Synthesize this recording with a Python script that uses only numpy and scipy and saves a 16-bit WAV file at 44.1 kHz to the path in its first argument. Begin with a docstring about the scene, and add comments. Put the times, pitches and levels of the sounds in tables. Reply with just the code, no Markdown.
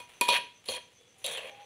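"""A metal spoon tosses a wet herb salad in a clay mortar, close by, in a small kitchen.
Leaves rustle; at 0.2 s the spoon knocks on the wall, rings and scrapes over the gritty clay.
A second stroke at 0.65 s rocks the mortar on its stand. After a light rub, a third at 1.2 s sweeps
round the wall with a sinking squeal. Each stroke dulls towards its end. Late on, something hoots
faintly; a distant cricket chirps throughout."""
import sys
import numpy as np
from scipy import signal
from scipy.fft import rfft, irfft, next_fast_len
from scipy.io import wavfile
from scipy.ndimage import map_coordinates

SR = 44100
rng = np.random.default_rng(int(sys.argv[2]) if len(sys.argv) > 2 else 0)


def file_out(sig):
    """Save sig as 16-bit WAV at sys.argv[1]."""
    # one column per channel
    cols = np.atleast_2d(sig).T
    # limit, then scale
    lim = np.clip(cols, -1, 1)
    pcm = np.round(lim * 32767).astype(np.int16)
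    wavfile.write(sys.argv[1], SR, pcm)


N = 72765

# The three strokes. Each row: time in seconds, then rasp, brightness, hollow and hiss in dB.
STIR_STROKE = [(0.213, -26, -5, -52, -49), (0.25, -40.5, 5, -61, -45), (0.286, -38.5, -17, -61, -58),
               (0.289, -23, 27, -37.5, -32), (0.31, -28.5, 13, -37.5, -42), (0.335, -25, -0.5, -32.5, -37),
               (0.36, -24.5, -14, -57, -46), (0.381, -29.5, 6.5, -50.5, -38.5), (0.389, -62, -4, -43, -65)]
SCOOP_STROKE = [(0.654, -61, -5, -77, -59), (0.684, -42, 7, -57, -52), (0.69, -39.5, 6, -39.5, -38.5),
                (0.714, -38.5, 6, -43.5, -40.5), (0.74, -38, 6.5, -53.5, -44.5),
                (0.772, -36.5, -3, -45, -46), (0.783, -43.5, -12, -47.5, -81)]
SWEEP_STROKE = [(1.182, -80, -2, -76, -61.5), (1.24, -59, -5, -76, -64), (1.2446, -33.5, 30, -44.5, -41),
                (1.273, -36.5, -1, -44.5, -41.5), (1.302, -37.5, -3, -43.5, -49),
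                (1.322, -40.5, -2, -46, -39), (1.362, -41.5, -12, -50, -55), (1.382, -39, -22, -44, -56.5),
                (1.42, -48, -7, -50, -64), (1.473, -42.5, -22, -48, -59), (1.497, -41.5, -21, -49, -64),
                (1.506, -60.5, -9, -59, -81), (1.59, -53.5, -18, -64.5, -109), (1.65, -61, -4, -70, -77)]
# Spoon on the wall. Each row: start in seconds, then clack, thud, tick and ring in dB.
KNOCKS = [(0.001, -46.5, -50, -49, -44), (0.2111, -26, -26.5, -16.5, -22.5), (0.2829, -32, -63, -33, -25),
          (0.2877, -15, -23.5, -27, -27), (0.304, -19, -36.5, -47, -24), (0.3693, -27, -70, -56, -34.5),
          (0.6582, -43, -72, -46.5, -64), (0.6862, -26.5, -37, -37, -54), (0.738, -38, -46.5, -59, -42.5),
          (1.2421, -38.5, -57.5, -38, -72), (1.2632, -31, -63, -27.5, -70), (1.373, -39, -62, -42, -68),
          (1.3786, -37, -58, -44, -72)]
# Spoon modes. Each row: pitch in Hz, level in dB, damped and lingering t60 in seconds,
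# lingering part in relative dB.
SPOON_MODES = [(967.5, -5, 0.079, 0.34, 1.5), (2467, 0.5, 0.07, 0.31, -7.5), (3290, -14.5, 0.069, 0.36, -3),
               (4350, -14, 0.053, 0.24, -2), (5770, -21, 0.041, 0.16, -11), (9740, -16, 0.033, .3, -1)]
# Resonances of spoon and wall. Each row: centre in Hz, width in Hz, relative gain in dB.
WALL_MODES = [(987, 11, -2), (2363, 21, -8), (2458, 16, -6.5), (2866, 32, -9.5), (3265, 12, -10),
              (3272, 25.5, 0), (3260, 28, -11), (3800, 25, -18), (3996, 13, -9), (4237, 23, -2.5)]
# Rim clinks, pushes on the mortar, seeds and stalks snapping. Each row: start in seconds, level in dB.
CLINKS = [(0.2872, -31.5), (0.6863, -32.5)]
PUSHES = [(0.686, -53.5), (1.26, -64), (1.43, -62.5)]
SNAPS = [(0.0942, -51), (0.6413, -53), (1.0111, -57.5), (1.1837, -64), (1.2175, -54.5)]
# Modes of the spoon's rim and the stand. Each row: pitch in Hz, gain in dB, t60 in seconds.
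RIM_MODES = [(2480, -4, 0.085), (3224, -4, 0.27), (3720, -10, 0.1), (4250, -1, 0.15), (4302, -0.5, 0.13),
             (4500, -5, 0.071), (4760, -9.5, 0.041)]
STAND_MODES = [(81.4, 3, 0.22), (235, 5.5, 0.19)]
# Contact resonance in the sweep. Each row: time in seconds, pitch in Hz, level in dB.
SQUEAL_PATH = [(1.245, 3800, -34), (1.28, 3650, -46), (1.34, 3510, -42.5), (1.366, 3350, -47),
               (1.38, 2900, -38), (1.401, 2790, -56.5), (1.449, 2766, -56), (1.493, 2480, -50.5),
               (1.51, 2230, -58)]
# Light rub. Each row: start and length in seconds, pitch and width in Hz, level in dB.
RUB_BANDS = [(0.963, .15, 3400, 141, -68.5), (0.96, 0.2, 486.5, 70.3, -70)]
# Leaves shifting. Each row: time in seconds, level in dB.
LEAF_LEVELS = [(0, -51), (0.07, -64), (0.105, -56.5), (0.19, -62.5), (0.55, -68.5), (0.9, -67), (1.04, -69),
               (1.16, -68), (1.22, -63.5), (1.65, -67)]
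# Distant hoots. Each row: start and length in seconds, pitch in Hz, level in dB.
HOOTS = [(1.13, 0.16, 770, -68.5), (1.5, .07, 808, -51.5), (1.568, 0.081, 816, -48.5)]
# Noise spectra. Each row: frequency in Hz, relative density in dB.
DULL_RASP = [(200, -44.5), (800, -13), (1100, -9.5), (1320, -16.5), (1650, -8), (2100, -6.5), (2600, -4),
             (3400, -11.5), (4300, -20.5), (4900, -29), (9000, -37)]
BRIGHT_CLAY = [(800, -26.5), (2000, -13.5), (2700, -0.5), (3400, 3), (3900, 0.5), (4400, 0), (4850, -16),
               (5900, -12.5), (7000, -28), (12000, -44)]
BOWL_HOLLOW = [(40, -75), (75, -23.5), (200, -22.5), (340, -20), (440, -6.5), (520, 2), (600, -1.5),
               (740, -11.5), (1100, -18), (1500, -35.5), (4000, -55)]
WET_HISS = [(3500, -25), (5300, -20), (6000, -4.5), (6850, -4), (7400, -3), (8500, -9.5), (9300, 0),
            (9800, 8.5), (10350, -3), (11000, -5), (11800, -14), (12500, -13.5), (13500, -22), (15000, -15),
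            (16000, -12.5)]
BOWL_THUD = [(35, -45), (80, -26), (150, -20.5), (220, -7), (300, -9), (400, 0.5), (510, 2.5), (720, -6),
             (1130, 1), (1500, -36), (4000, -54)]
METAL_TICK = [(2000, -24), (5000, -3), (6600, -15), (7450, 5), (8300, -9.5), (9600, 1), (10200, -5),
              (11100, 5.5), (12200, -11.5), (13400, -19), (15000, -5.5), (16000, -19)]
LEAF_RUSTLE = [(200, -8.5), (500, 0.5), (1000, -1.5), (1500, -4.5), (2400, 2.5), (3400, 0), (5000, -14),
               (7000, -15), (10000, -7.5), (12500, -21.5), (16000, -16)]
NOISE_FLOOR = [(25, -22), (55, -10.5), (100, 2.5), (200, -2.5), (330, -5), (480, -4), (800, -12.5),
               (1600, -14.5), (3300, -8.5), (5200, -16.5), (6100, -13.5), (6900, -14), (10000, -23),
               (15000, -44)]
# Kitchen decay. Each row: frequency in Hz, t60 in seconds.
ROOM_DECAY = [(150, 0.76), (420, 0.42), (700, 0.33), (1600, 0.3), (3000, 0.4), (10000, 0.24), (16000, 0.21)]

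TIME_S = np.arange(N) / SR


def scrapes():
    """The spoon's edge judders over clay grit: a rasp, the bowl's hollow and a wet hiss."""
    drives = np.zeros((4, N))
    for stroke in (STIR_STROKE, SCOOP_STROKE, SWEEP_STROKE):
        times_s, *columns_db = np.transpose(stroke)
        rasp, tilt, hollow, hiss = [amp(np.interp(TIME_S, times_s, db)) for db in columns_db]
        dull = rasp / np.hypot(1, tilt)
        touching = (TIME_S >= times_s[0]) & (TIME_S <= times_s[-1])
        drives += np.array([dull, dull * tilt, hollow, hiss]) * touching
    judder = unit(amp(2 * wobble(260)))
    dull, bright, hollow, hiss = [
        coloured(drive * judder * grains(per_s=5500, spread_db=3.5), spectrum)
        for drive, spectrum in zip(drives, (DULL_RASP, BRIGHT_CLAY, BOWL_HOLLOW, WET_HISS))]
    return wall(dull + bright) + hollow + wandering_contact(hiss)


def wall(x):
    """Adds the narrow resonances of spoon and clay wall."""
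    def response(hz):
        peaks = sum(amp(db) * 1j * hz * width_hz / (centre_hz ** 2 - hz ** 2 + 1j * hz * width_hz)
                    for centre_hz, width_hz, db in WALL_MODES)
        return 0.63 * (1 + 2 * peaks)
    return filtered(x, response)


def wandering_contact(x, spread_db=4, patch_hz=450, patch_s=0.03):
    """The point of contact wanders, so treble resonances come and go."""
    hz, t, spectra = signal.stft(x, SR, nperseg=256)
    grid = np.meshgrid(hz / patch_hz, t / patch_s, indexing="ij")
    patches = map_coordinates(rng.standard_normal((256, 256)), grid)
    return signal.istft(spectra * unit(amp(spread_db * patches)), SR, nperseg=256)[1][:N]


def knocks():
    """Each contact gives a clack of clay, a thud of the bowl and a metal tick."""
    starts_s, clack_db, thud_db, tick_db, _ = np.transpose(KNOCKS)
    clack = wall(coloured(bursts(starts_s, clack_db, t60_s=0.037), BRIGHT_CLAY))
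    thud = coloured(bursts(starts_s, thud_db, t60_s=0.054), BOWL_THUD)
    tick = coloured(bursts(starts_s, tick_db, t60_s=0.015), METAL_TICK)
    return clack + thud + tick


def spoon_ring(rise_s=0.0016, waver_rad=0.33):
    """Each knock tops up the ring: one part damped by the wall, one lingering."""
    out = np.zeros(N)
    ages_s = np.array([since(row[0]) for row in KNOCKS])
    blows = amp([row[-1] for row in KNOCKS])[:, None] * (1 - np.exp(-ages_s / rise_s))
    for hz, db, damped_s, linger_s, linger_db in SPOON_MODES:
        fades = decay(ages_s, damped_s) + amp(linger_db) * decay(ages_s, linger_s)
        envelope = np.linalg.norm(blows * fades, axis=0)  # blows add in power
        out += amp(db) * envelope * np.sin(2 * np.pi * hz * TIME_S + waver_rad * wobble(70))
    return out


def struck(hits, modes, rise_s):
    """Each hit sets off damped modes."""
    out = np.zeros(N)
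    for start_s, hit_db in hits:
        t = since(start_s)
        onset = amp(hit_db) * (1 - np.exp(-t / rise_s))
        for hz, db, t60_s in modes:
            out += amp(db) * onset * decay(t, t60_s) * np.sin(2 * np.pi * hz * t)
    return out


def squeal():
    """Friction drives a contact resonance that sinks as the spoon sweeps round the wall."""
    times_s, hz, db = np.transpose(SQUEAL_PATH)
    touching = (TIME_S > times_s[0]) & (TIME_S < times_s[-1])
    note = narrow_noise(np.interp(TIME_S, times_s, hz), width_hz=520)
    return amp(np.interp(TIME_S, times_s, db)) * touching * note


def rub():
    """Light friction swells and fades in two narrow resonances."""
    return sum(amp(db) * arch(start_s, length_s) * narrow_noise(hz, width_hz)
               for start_s, length_s, hz, width_hz, db in RUB_BANDS)


def leaves():
    """Wet leaves crackle softly; seeds and stalks snap."""
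    level_db = np.interp(TIME_S, *np.transpose(LEAF_LEVELS))
    crackle = amp(level_db) * grains(per_s=1500, spread_db=3)
    snaps = bursts(*np.transpose(SNAPS), t60_s=0.032)
    return coloured(crackle + snaps, LEAF_RUSTLE)


def kitchen(x, delay_s=0.008):
    """The room's tail; each frequency dies at its own rate."""
    hz, t, spectra = signal.stft(rng.standard_normal(SR // 2), SR, nperseg=256)
    tail = signal.istft(spectra * decay(t, along(ROOM_DECAY, hz)[:, None]), SR, nperseg=256)[1]
    impulse = np.pad(tail / np.linalg.norm(tail), (int(delay_s * SR), 0))
    return signal.fftconvolve(x, impulse)[:N]


def hoot(waver_rad=0.41):
    """A faint, nearly pure tone in short swells."""
    out = np.zeros(N)
    for start_s, length_s, hz, db in HOOTS:
        tone = np.sin(2 * np.pi * hz * since(start_s) + waver_rad * wobble(59.95))
        out += amp(db) * np.sqrt(arch(start_s, length_s)) * tone
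    return out


def cricket(period_s=0.1338, peak_at_s=0.841):
    """A distant cricket: even pulses of a high, narrow band."""
    chirps = np.cos(np.pi * (TIME_S - peak_at_s) / period_s) ** 2
    return amp(-66) * chirps * narrow_noise(6093, width_hz=570)


def amp(db):
    """Decibels to gain."""
    return 10 ** (np.asarray(db) / 20)


def unit(x):
    """x at rms 1."""
    return x / np.sqrt(np.mean(x ** 2) + 1e-20)


def along(points, hz):
    """Interpolates on a log frequency axis."""
    knots_hz, values = np.transpose(points)
    return np.interp(np.log(hz + 1), np.log(knots_hz + 1), values)


def since(start_s):
    """Seconds since the start, zero before."""
    return np.maximum(TIME_S - start_s, 0)


def arch(start_s, length_s):
    """Half-sine envelope."""
    return np.abs(np.sin(np.pi * np.minimum(since(start_s) / length_s, 1)))


def decay(t, t60_s):
    """Gain falling 60 dB in t60_s."""
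    return np.exp(-np.minimum(np.log(1000) * t / t60_s, 30))


def filtered(x, response):
    """x through a complex frequency response."""
    size = 2 * next_fast_len(N)
    return irfft(rfft(x, size) * response(np.fft.rfftfreq(size, 1 / SR)), size)[:N]


def coloured(x, spectrum):
    """x through a minimum-phase filter of unit power."""
    def response(hz):
        gain = unit(amp(along(spectrum, hz)))
        cepstrum = irfft(np.log(gain))
        half = len(cepstrum) // 2
        cepstrum[1:half] *= 2
        cepstrum[half + 1:] = 0
        return np.exp(rfft(cepstrum))
    return filtered(x, response)


def wobble(knots_per_s):
    """Smooth random curve."""
    return map_coordinates(rng.standard_normal(N), [TIME_S * knots_per_s])


def grains(per_s, spread_db):
    """Tiny random impacts of uneven size, rms 1."""
    impacts = (rng.random(N) < per_s / SR) * rng.choice([-1, 1], N)
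    return unit(impacts * amp(spread_db * rng.standard_normal(N)))


def bursts(starts_s, levels_db, t60_s):
    """Dying noise from each start."""
    return sum(amp(db) * (TIME_S > start_s) * decay(since(start_s), t60_s) * rng.standard_normal(N)
               for start_s, db in zip(starts_s, levels_db))


def narrow_noise(hz, width_hz):
    """Noise round a steady or moving pitch, rms 1."""
    phase = 2 * np.pi * np.cumsum(hz * np.ones(N)) / SR
    return unit(wobble(width_hz) * np.sin(phase) + wobble(width_hz) * np.cos(phase))


def scene():
    """Spoon, mortar and leaves in the kitchen, over a quiet background."""
    clinks = struck(CLINKS, RIM_MODES, rise_s=0.00017)
    rocking = struck(PUSHES, STAND_MODES, rise_s=0.0087)
    near = scrapes() + squeal() + rub() + knocks() + clinks + leaves()
    background = amp(-66.5) * coloured(rng.standard_normal(N), NOISE_FLOOR) + cricket() + hoot()
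    return (near + amp(-11) * kitchen(near) + spoon_ring() + rocking + background)[None]


def record(dry):
    """Steep low-pass."""
    cutoff_hz = 15600
    return filtered(dry[0], lambda hz: 1 / np.sqrt(1 + (hz / cutoff_hz) ** 300))[None]


dry = scene()
out = record(dry)
file_out(out)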